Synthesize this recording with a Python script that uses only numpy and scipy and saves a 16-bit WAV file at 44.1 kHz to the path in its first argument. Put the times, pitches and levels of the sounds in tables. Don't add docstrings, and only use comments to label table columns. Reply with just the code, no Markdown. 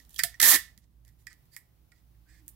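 import sys
import numpy as np
from scipy import signal
from scipy.fft import rfft, irfft, next_fast_len
from scipy.io import wavfile
from scipy.ndimage import map_coordinates

SR = 44100
rng = np.random.default_rng(int(sys.argv[2]) if len(sys.argv) > 2 else 0)


def unload_audio(sound):
    columns = np.transpose(np.atleast_2d(sound))
    steps = np.round(np.clip(columns, -1, 1) * 32767)
    wavfile.write(sys.argv[1], SR, steps.astype(np.int16))


def convert_level_to_amplitude(level_db):
    exponent = np.asarray(level_db, float) / 20
    return 10 ** exponent


N = 112454

# pitch in Hz, width in Hz, level in dB.
HUM_LINES = [(113.2, 18, -70.5), (155, 40, -74), (233, 29, -84), (310, 71, -83.5)]
# time in seconds, level in dB.
HUM_LOAD = [(0.0, -68.5), (0.07, -54), (0.11, -67), (0.15, -55.5), (0.93, -64.5), (0.96, -55.5),
            (1.66, -73.5), (1.7, -64.5), (1.77, -72.5), (1.81, -62), (1.92, -70.5), (1.95, -64.5),
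            (2.01, -72), (2.04, -61), (2.24, -56), (2.27, -70), (2.31, -56), (2.55, -60.5)]
# frequency in Hz, density in dB per Hz.
RUMBLE_COLOUR = [(25, -11), (60, 4.5), (200, -15.5), (400, -21), (1000, -28.5), (2500, -39.5)]
# centre in seconds, level
# in dB, pitch in Hz, length in seconds.
BUMPS = [
    (0.006, -67, 300, 0.052),
    (0.247, -54, 130.4, 0.052),
    (0.781, -61.5, 203.3, 0.025),
    (1.44, -62, 155, 0.038),
    (2.297, -74.5, 300, 0.063),
    (2.435, -66.5, 310, 0.11),
]
# frequency in Hz, density in dB per Hz.
HISS_COLOUR = [(400, -28.5), (700, -11), (1500, -16.5), (3000, -17), (5000, -18), (8000, -24), (11000, -17),
               (16000, -11.5)]
# time in seconds, level in dB.
HISS_GAIN = [(0.7, -69), (0.818, -81), (0.992, -79), (1.42, -72.5), (1.678, -75.5), (2.254, -74),
             (2.55, -71)]
# start in seconds, length in seconds, level in dB, brightness in dB, shell ring in dB.
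RUBS = [
    (-.03, 0.096, -59.5, -6, -26.5),
    (0.079, 0.16, -58, -2, -26),
    (0.788, 0.084, -70.5, -8, -8),
    (1.038, 0.084, -74, 3, 9.5),
    (1.101, 0.051, -73, 10, -15),
    (1.163, 0.097, -70, 4.5, -5),
    (1.269, 0.083, -58, -12.5, 8),
    (1.501, .085, -61.5, 6.5, 1.5),
    (1.919, 0.11, -68.5, -12, 0),
    (2.255, 0.175, -67, -5, 5),
]
# start in seconds, peak in dB, brightness in dB, shell ring in dB, burst length in seconds.
PICKS = [(0.0003, -55, 2, 8, 0.0015), (0.0504, -53.5, 1, -36, 0.00147), (0.094, -53.5, 8, -25, 0.0016),
         (0.106, -56, 6, -23, 0.001), (0.11, -60, 10, -22.5, .001), (0.13, -60, 12.5, -17.5, 0.00084),
         (0.144, -43.5, 7, -31, 0.00069), (0.1616, -36, 0, -28.5, 0.0032), (0.182, -39.5, 5.5, -20.5, .001),
         (0.186, -33, 0.5, -15.5, 0.002), (0.1904, -25, 0.5, 11.5, 0.003), (0.1939, -25.5, -0.5, 7, 0.002),
         (0.1986, -32.5, -2.5, 12.5, .003), (.208, -38, -3, 10.5, .002), (0.225, -42, -6, 9.5, .002),
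         (0.2329, -38.5, 2.5, -10, .002), (0.2354, -14, 1.5, -5, 0.0028), (0.3416, -55.5, -5.5, 8, .004),
         (0.3986, -40, 0.5, -10, .002), (0.4, -13.5, -1, -3.5, 0.0032), (0.4143, -15, 4, -3, 0.0045),
         (0.4245, -19, 2, -1, 0.0017), (.428, -15.5, 3.5, -2, .004)]
# start in seconds, peak in dB, brightness in dB, shell ring in dB, burst length in seconds.
TICKS = [(0.7771, -47.5, 2, -6, 0.0013), (.842, -65, -10, -6, .001), (1.0498, -54.5, 4, -3, 0.0011),
         (1.0797, -56.5, 8, -18, 0.00092), (1.0896, -57, -12, -23, 0.0012), (1.2686, -41, -4, 13.5, 0.0018),
         (1.3298, -51, 3, -13, .0007), (1.4554, -65.5, 6, -4.5, 0.0011), (1.5645, -38, 9.5, 11.5, .001),
         (1.9184, -57.5, -21, 9.5, 0.0029), (2.146, -79, -5.5, 10.5, .002), (2.4636, -72, 16, -23, .001),
         (2.4803, -45.5, 16, -14.5, 0.0015)]
# frequency in Hz, density in dB per Hz.
TAPE_COLOUR = [(1500, -42), (2600, -11.5), (3300, -4.5), (5000, -7.5), (8000, -6.5), (12500, -2.5),
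               (16000, -9)]
# start in seconds, level in dB, pitch in Hz, t60 in seconds.
PINGS = [(0.16, -45.5, 3300, 0.023), (0.19, -36, 8200, .015), (0.18, -40, 5750, .016),
         (.2365, -20, 8200, 0.017), (.24, -43, 8250, .17), (.236, -33, 3270, .02), (.2362, -44, 700, .15),
         (.24, -46.5, 4900, .17), (.236, -35.5, 1250, 0.024), (.3425, -54, 5800, .022),
         (.3418, -43, 1880, .06), (0.4, -25, 1250, 0.022), (.4003, -26.5, 2000, .03),
         (.4275, -25.5, 800, .03), (.43, -18.5, 7800, .012), (.527, -34, 798, 0.042),
         (1.31, -65.5, 1250, .06), (1.5645, -53, 5200, .02), (1.9184, -71, 1380, 0.041)]
# start in seconds, length in seconds, level in dB, pitch in Hz, rise in Hz per second.
SQUEAKS = [
    (2.257, .07, -75, 1520, 2500),
    (2.29, .115, -71, 1760, 200),
    (2.28, .065, -75, 7900, 3000),
    (2.315, .07, -79, 4500, 500),
    (1.515, .05, -67, 4700, 2000),
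]
# time in seconds, force in dB, brightness in dB, shell ring in dB, low tug in dB, hub ring in dB.
PULL = [
    (.422, -44, -1, -3.5, -6.5, -3),
    (0.424, -15, 4, -0.5, -4, -0.5),
    (.45, -8, 4.5, -4.5, -5.5, 0),
    (0.488, -8.5, 7.5, -7.5, -6, 3),
    (.499, -8, 7.5, -13.5, -5.5, -16.5),
    (0.526, -9.5, 4, 1, -2.5, -10),
    (0.546, -8.5, 2.5, -8, 3, 3),
    (0.563, -14, 1, -0.5, 6, 2),
    (0.57, -36, 6, 7.5, -5.5, 7.5),
]
# pitch in Hz, width in Hz, level in dB.
SHELL_MODES = [(1416, 740, -18.5), (1577, 110, -11), (1762, 41, -3.5), (1933.4, 49, 1.5), (2130, 130, -7),
               (2463, 220, -15), (4610, 350, -20.5), (5250, 400, -21.5), (8200, 670, -21)]
# pitch in Hz, width in Hz, level in dB.
HUB_MODES = [(1787, 44, 15)]
# pitch in Hz, width in Hz, level in dB.
RATTLE_MODES = [(480, 250, -12), (740, 300, -8), (1250, 300, -2.5)]
# pitch in Hz, width in Hz, level in dB.
DRUM_MODES = [(226, 120, -12), (323, 120, -9)]
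# frequency in Hz, likeness from 0 to 1.
NEAR_ALIKE = [(100, .95), (1800, .95), (3000, .5), (6000, .2), (15000, .1)]
# frequency in Hz, left minus right in dB.
NEAR_SIDE = [(200, -6), (1500, -9), (3000, -8.5), (5000, -15), (7000, -17.5), (9000, -2.5), (11000, -6.5),
             (15000, -10.5)]
# frequency in Hz, likeness from 0 to 1.
ROOM_ALIKE = [(200, .9), (1800, .75), (4000, .1)]
# frequency in Hz, t60 in seconds.
ROOM_T60 = [(200, 0.087), (2000, 0.29), (8000, 0.25), (15000, 0.12)]

TABLE_GAP_S, TABLE_DB, TABLE_T60 = .0055, -7.5, 0.051
ROOM_GAP_S, ROOM_DB = .008, -10.5
ECHO_LEFT_DB = -9.5


def unit(x):
    return x / np.sqrt(np.mean(x ** 2) + 1e-20)


def along(points, hz):
    f, v = np.transpose(points)
    return np.interp(np.log(hz + 1), np.log(f + 1), v)


def wobble(rate):
    knots = rng.standard_normal(int(N * rate / SR) + 4)
    return map_coordinates(knots, [np.arange(N) * rate / SR])


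def faded(t, length, edge):
    return np.clip(np.minimum(t, length - t) / edge, 0, 1)


def filtered(x, response):
    m = next_fast_len(N + SR // 2)
    return irfft(rfft(x, m) * response(np.fft.rfftfreq(m, 1 / SR)), m)[..., :N]


def resonances(modes):
    def response(f):
        total = 0
        for k, (hz, width, db) in enumerate(modes):
            total = total + (-1) ** k * convert_level_to_amplitude(db) * 1j * f * width / (hz * hz - f * f + 1j * f * width)
        return total
    return response


def pair(envelope, colour, alike):
    def mid_side(hz):
        turn = np.arccos(np.clip(along(alike, hz), -1, 1)) / 2
        return colour(hz) * [np.cos(turn), np.sin(turn)]
    mid, side = filtered(envelope * rng.standard_normal((2, N)), mid_side)
    return np.array([mid + side, mid - side])


def narrow(t, hz, rise, blur):
    a, b = [map_coordinates(k, [t * blur * hz], mode="wrap") for k in rng.standard_normal((2, 400))]
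    phase = 2 * np.pi * (hz + rise * t / 2) * t
    return a * np.cos(phase) + b * np.sin(phase)


def hum():
    alike = [(50, .93), (300, 0.47), (1200, 0.33)]
    t = np.arange(N) / SR
    load_db = np.interp(t, *np.transpose(HUM_LOAD))
    drift = 0.9 * (wobble(5.6) + 2 * wobble(2.0))
    out = convert_level_to_amplitude(load_db + 0.5) * np.sin(2 * np.pi * 57.4 * t + drift)
    gain_db = np.interp(t, *np.transpose(HISS_GAIN))
    rumble_db = 0.64 * wobble(2.0) + .4 * (gain_db + 75)
    rumble = pair(convert_level_to_amplitude(rumble_db), lambda hz: convert_level_to_amplitude(along(RUMBLE_COLOUR, hz)), alike)
    out = out + convert_level_to_amplitude(-67) * unit(rumble)
    for hz, width_hz, db in HUM_LINES:
        line = resonances([(hz, width_hz, 0)])
        sway_db = 0.26 * (load_db - load_db.mean())
        out = out + convert_level_to_amplitude(db + sway_db) * unit(pair(1, lambda f: line(f) ** 2, alike))
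    for s, db, hz, length in BUMPS:
        swell = convert_level_to_amplitude(db) * np.exp(-(2 * (t - s) / length) ** 2)
        out = out + swell * np.sin(2 * np.pi * hz * t + 2.6 * wobble(28))
    return out * convert_level_to_amplitude([[-3.25], [3.25]])


def hiss():
    gain_db = 3 + np.interp(np.arange(N) / SR, *np.transpose(HISS_GAIN))
    return convert_level_to_amplitude(gain_db) * unit(pair(1, lambda hz: convert_level_to_amplitude(along(HISS_COLOUR, hz)), [(1000, 0.0012)]))


def rubs():
    t = np.arange(N) / SR
    grain = convert_level_to_amplitude(1.8 * (wobble(130) + wobble(40)))
    out = np.zeros((4, N))
    for s, length, db, bright_db, ring_db in RUBS:
        parts_db = np.array([[0], [bright_db], [ring_db], [-20]])
        out += faded(t - s, length, .035) ** 2 * convert_level_to_amplitude(db + parts_db)
    return grain * out


def ticks():
    out, t = np.zeros((4, N + 2000)), np.arange(2000) / SR
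    snap = 1 + 1.2 * np.exp(-t / .00012)
    for s, db, bright_db, ring_db, length in PICKS + TICKS:
        shape = convert_level_to_amplitude(db - 60 * np.maximum(t - length, 0) / 0.0069) * snap
        tug_db = -7 + 0.22 * (db + 14.5)
        start = round(s * SR)
        out[:, start:start + len(t)] += shape * convert_level_to_amplitude([[0], [bright_db], [ring_db], [tug_db]])
    return out[:, :N]


def crackle(dull, bright, alike):
    top = lambda hz: 1 / (1 + (7900 / (hz + 1)) ** 8)
    low = pair(dull, lambda hz: convert_level_to_amplitude(along(TAPE_COLOUR, hz)) * np.sqrt(1 - top(hz)), alike)
    return low + pair(bright, lambda hz: convert_level_to_amplitude(along(TAPE_COLOUR, hz)) * np.sqrt(top(hz)), alike)


def scattered(envelope, hz):
    t = np.arange(SR // 2) / SR
    energy = 0
    for gap, db, t60 in [(TABLE_GAP_S, TABLE_DB, TABLE_T60), (ROOM_GAP_S, ROOM_DB, along(ROOM_T60, hz))]:
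        fade = (t > gap) * convert_level_to_amplitude(-60 * (t - gap) / t60) ** 2
        energy = energy + convert_level_to_amplitude(db) ** 2 * fade / fade.sum()
    return np.sqrt(np.abs(signal.fftconvolve(envelope ** 2, energy)[:N]))


def echoed(x, tail, gap_s, db):
    tail = np.pad(tail / np.linalg.norm(tail[0]), ((0, 0), (round(gap_s * SR), 0)))
    return convert_level_to_amplitude([[db + ECHO_LEFT_DB], [db]]) * signal.fftconvolve(x[1:], tail, axes=1)[:, :N]


def table(x):
    t = np.arange(2000) / SR
    tail = pair(1, np.ones_like, ROOM_ALIKE)[:, :len(t)] * convert_level_to_amplitude(-60 * t / TABLE_T60)
    return echoed(x, tail, TABLE_GAP_S, TABLE_DB)


def room(x):
    noise = pair(1, np.ones_like, ROOM_ALIKE)[:, :SR // 2]
    hz, frames, z = signal.stft(noise, SR, nperseg=256)
    fade = convert_level_to_amplitude(-60 * frames / along(ROOM_T60, hz)[:, None])
    return echoed(x, signal.istft(z * fade, SR, nperseg=256)[1], ROOM_GAP_S, ROOM_DB)


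def pings():
    out, t = np.zeros(N + SR), np.arange(SR // 5) / SR
    for s, db, hz, t60 in PINGS:
        shape = convert_level_to_amplitude(db - 60 * t / t60) * (1 - np.exp(-2000 * t))
        out[round(s * SR):][:len(t)] += shape * narrow(t, hz, 0, .09)
    for s, length, db, hz, rise in SQUEAKS:
        shape = convert_level_to_amplitude(db - 2.5) * faded(t, length, .012)
        out[round(s * SR):][:len(t)] += shape * narrow(t, hz, rise, .14)
    return out[:N]


def pull():
    slips_per_s, scatter, size_db, slip_t60, bed = 820, .45, 3, 0.0014, 0.22
    s, *columns = np.transpose(PULL)
    t = np.arange(N) / SR
    force_db, bright_db, ring_db, tug_db, hub_db = [np.interp(t, s, c) for c in columns]
    draw = rng.standard_normal((400, 2))
    gaps = np.exp(scatter * draw[:, 0]) / slips_per_s
    at = (SR * (s[0] + np.cumsum(gaps))).astype(int)
    slips = np.bincount(at, convert_level_to_amplitude(size_db * np.tanh(draw[:, 1])), N)[:N]
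    slips = np.convolve(slips, convert_level_to_amplitude(-60 * t[:300] / slip_t60))[:N] + bed
    force = convert_level_to_amplitude(force_db) * (t > s[0]) * (t < s[-1])
    return force * slips * convert_level_to_amplitude([0 * t, bright_db, ring_db, tug_db, hub_db])


def shell_response(hz):
    return resonances(SHELL_MODES)(hz) * (1j * hz / (1302 + 1j * hz)) ** 3 * 2


def place(x):
    half = np.array([[.5], [-.5]])
    lag_s = .00003
    return filtered(x, lambda hz: convert_level_to_amplitude(half * along(NEAR_SIDE, hz)) * np.exp(-2j * np.pi * hz * half * lag_s))


def dispenser():
    rip, touch = pull(), ticks() + rubs()
    dull, bright, ring = rip[:3] + touch[:3]
    shell = convert_level_to_amplitude(8.0) * pair(ring, shell_response, NEAR_ALIKE)
    hub = pair(convert_level_to_amplitude(-4) * rip[4] + touch[3], resonances(HUB_MODES), NEAR_ALIKE)
    rattle = pair(convert_level_to_amplitude(-6) * rip[0], resonances(RATTLE_MODES), NEAR_ALIKE)
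    drum = pair(rip[3] + convert_level_to_amplitude(-5.5) * touch[3], resonances(DRUM_MODES), NEAR_ALIKE)
    body = place(shell + hub + rattle + drum)
    rings = place(pings())
    near = place(crackle(dull, bright, NEAR_ALIKE))
    far = crackle(scattered(dull, 5000), scattered(bright, 12000), ROOM_ALIKE)
    far = far * convert_level_to_amplitude([[5.5 + ECHO_LEFT_DB], [4]])
    return near + far + body + rings + table(body + rings) + convert_level_to_amplitude(-4) * room(body)


def scene():
    return dispenser() + hum() + hiss()


def band_limit(x):
    return signal.sosfilt(signal.butter(12, 17100, fs=SR, output="sos"), x)


def record(dry):
    soft = dry / (1 + np.abs(dry / .68) ** 6) ** (1 / 6)
    mix = filtered(soft, lambda hz: 1 / (1 + (hz / 15850) ** 150) + 0.015)
    return band_limit(mix)


dry = scene()
out = record(dry)
unload_audio(out)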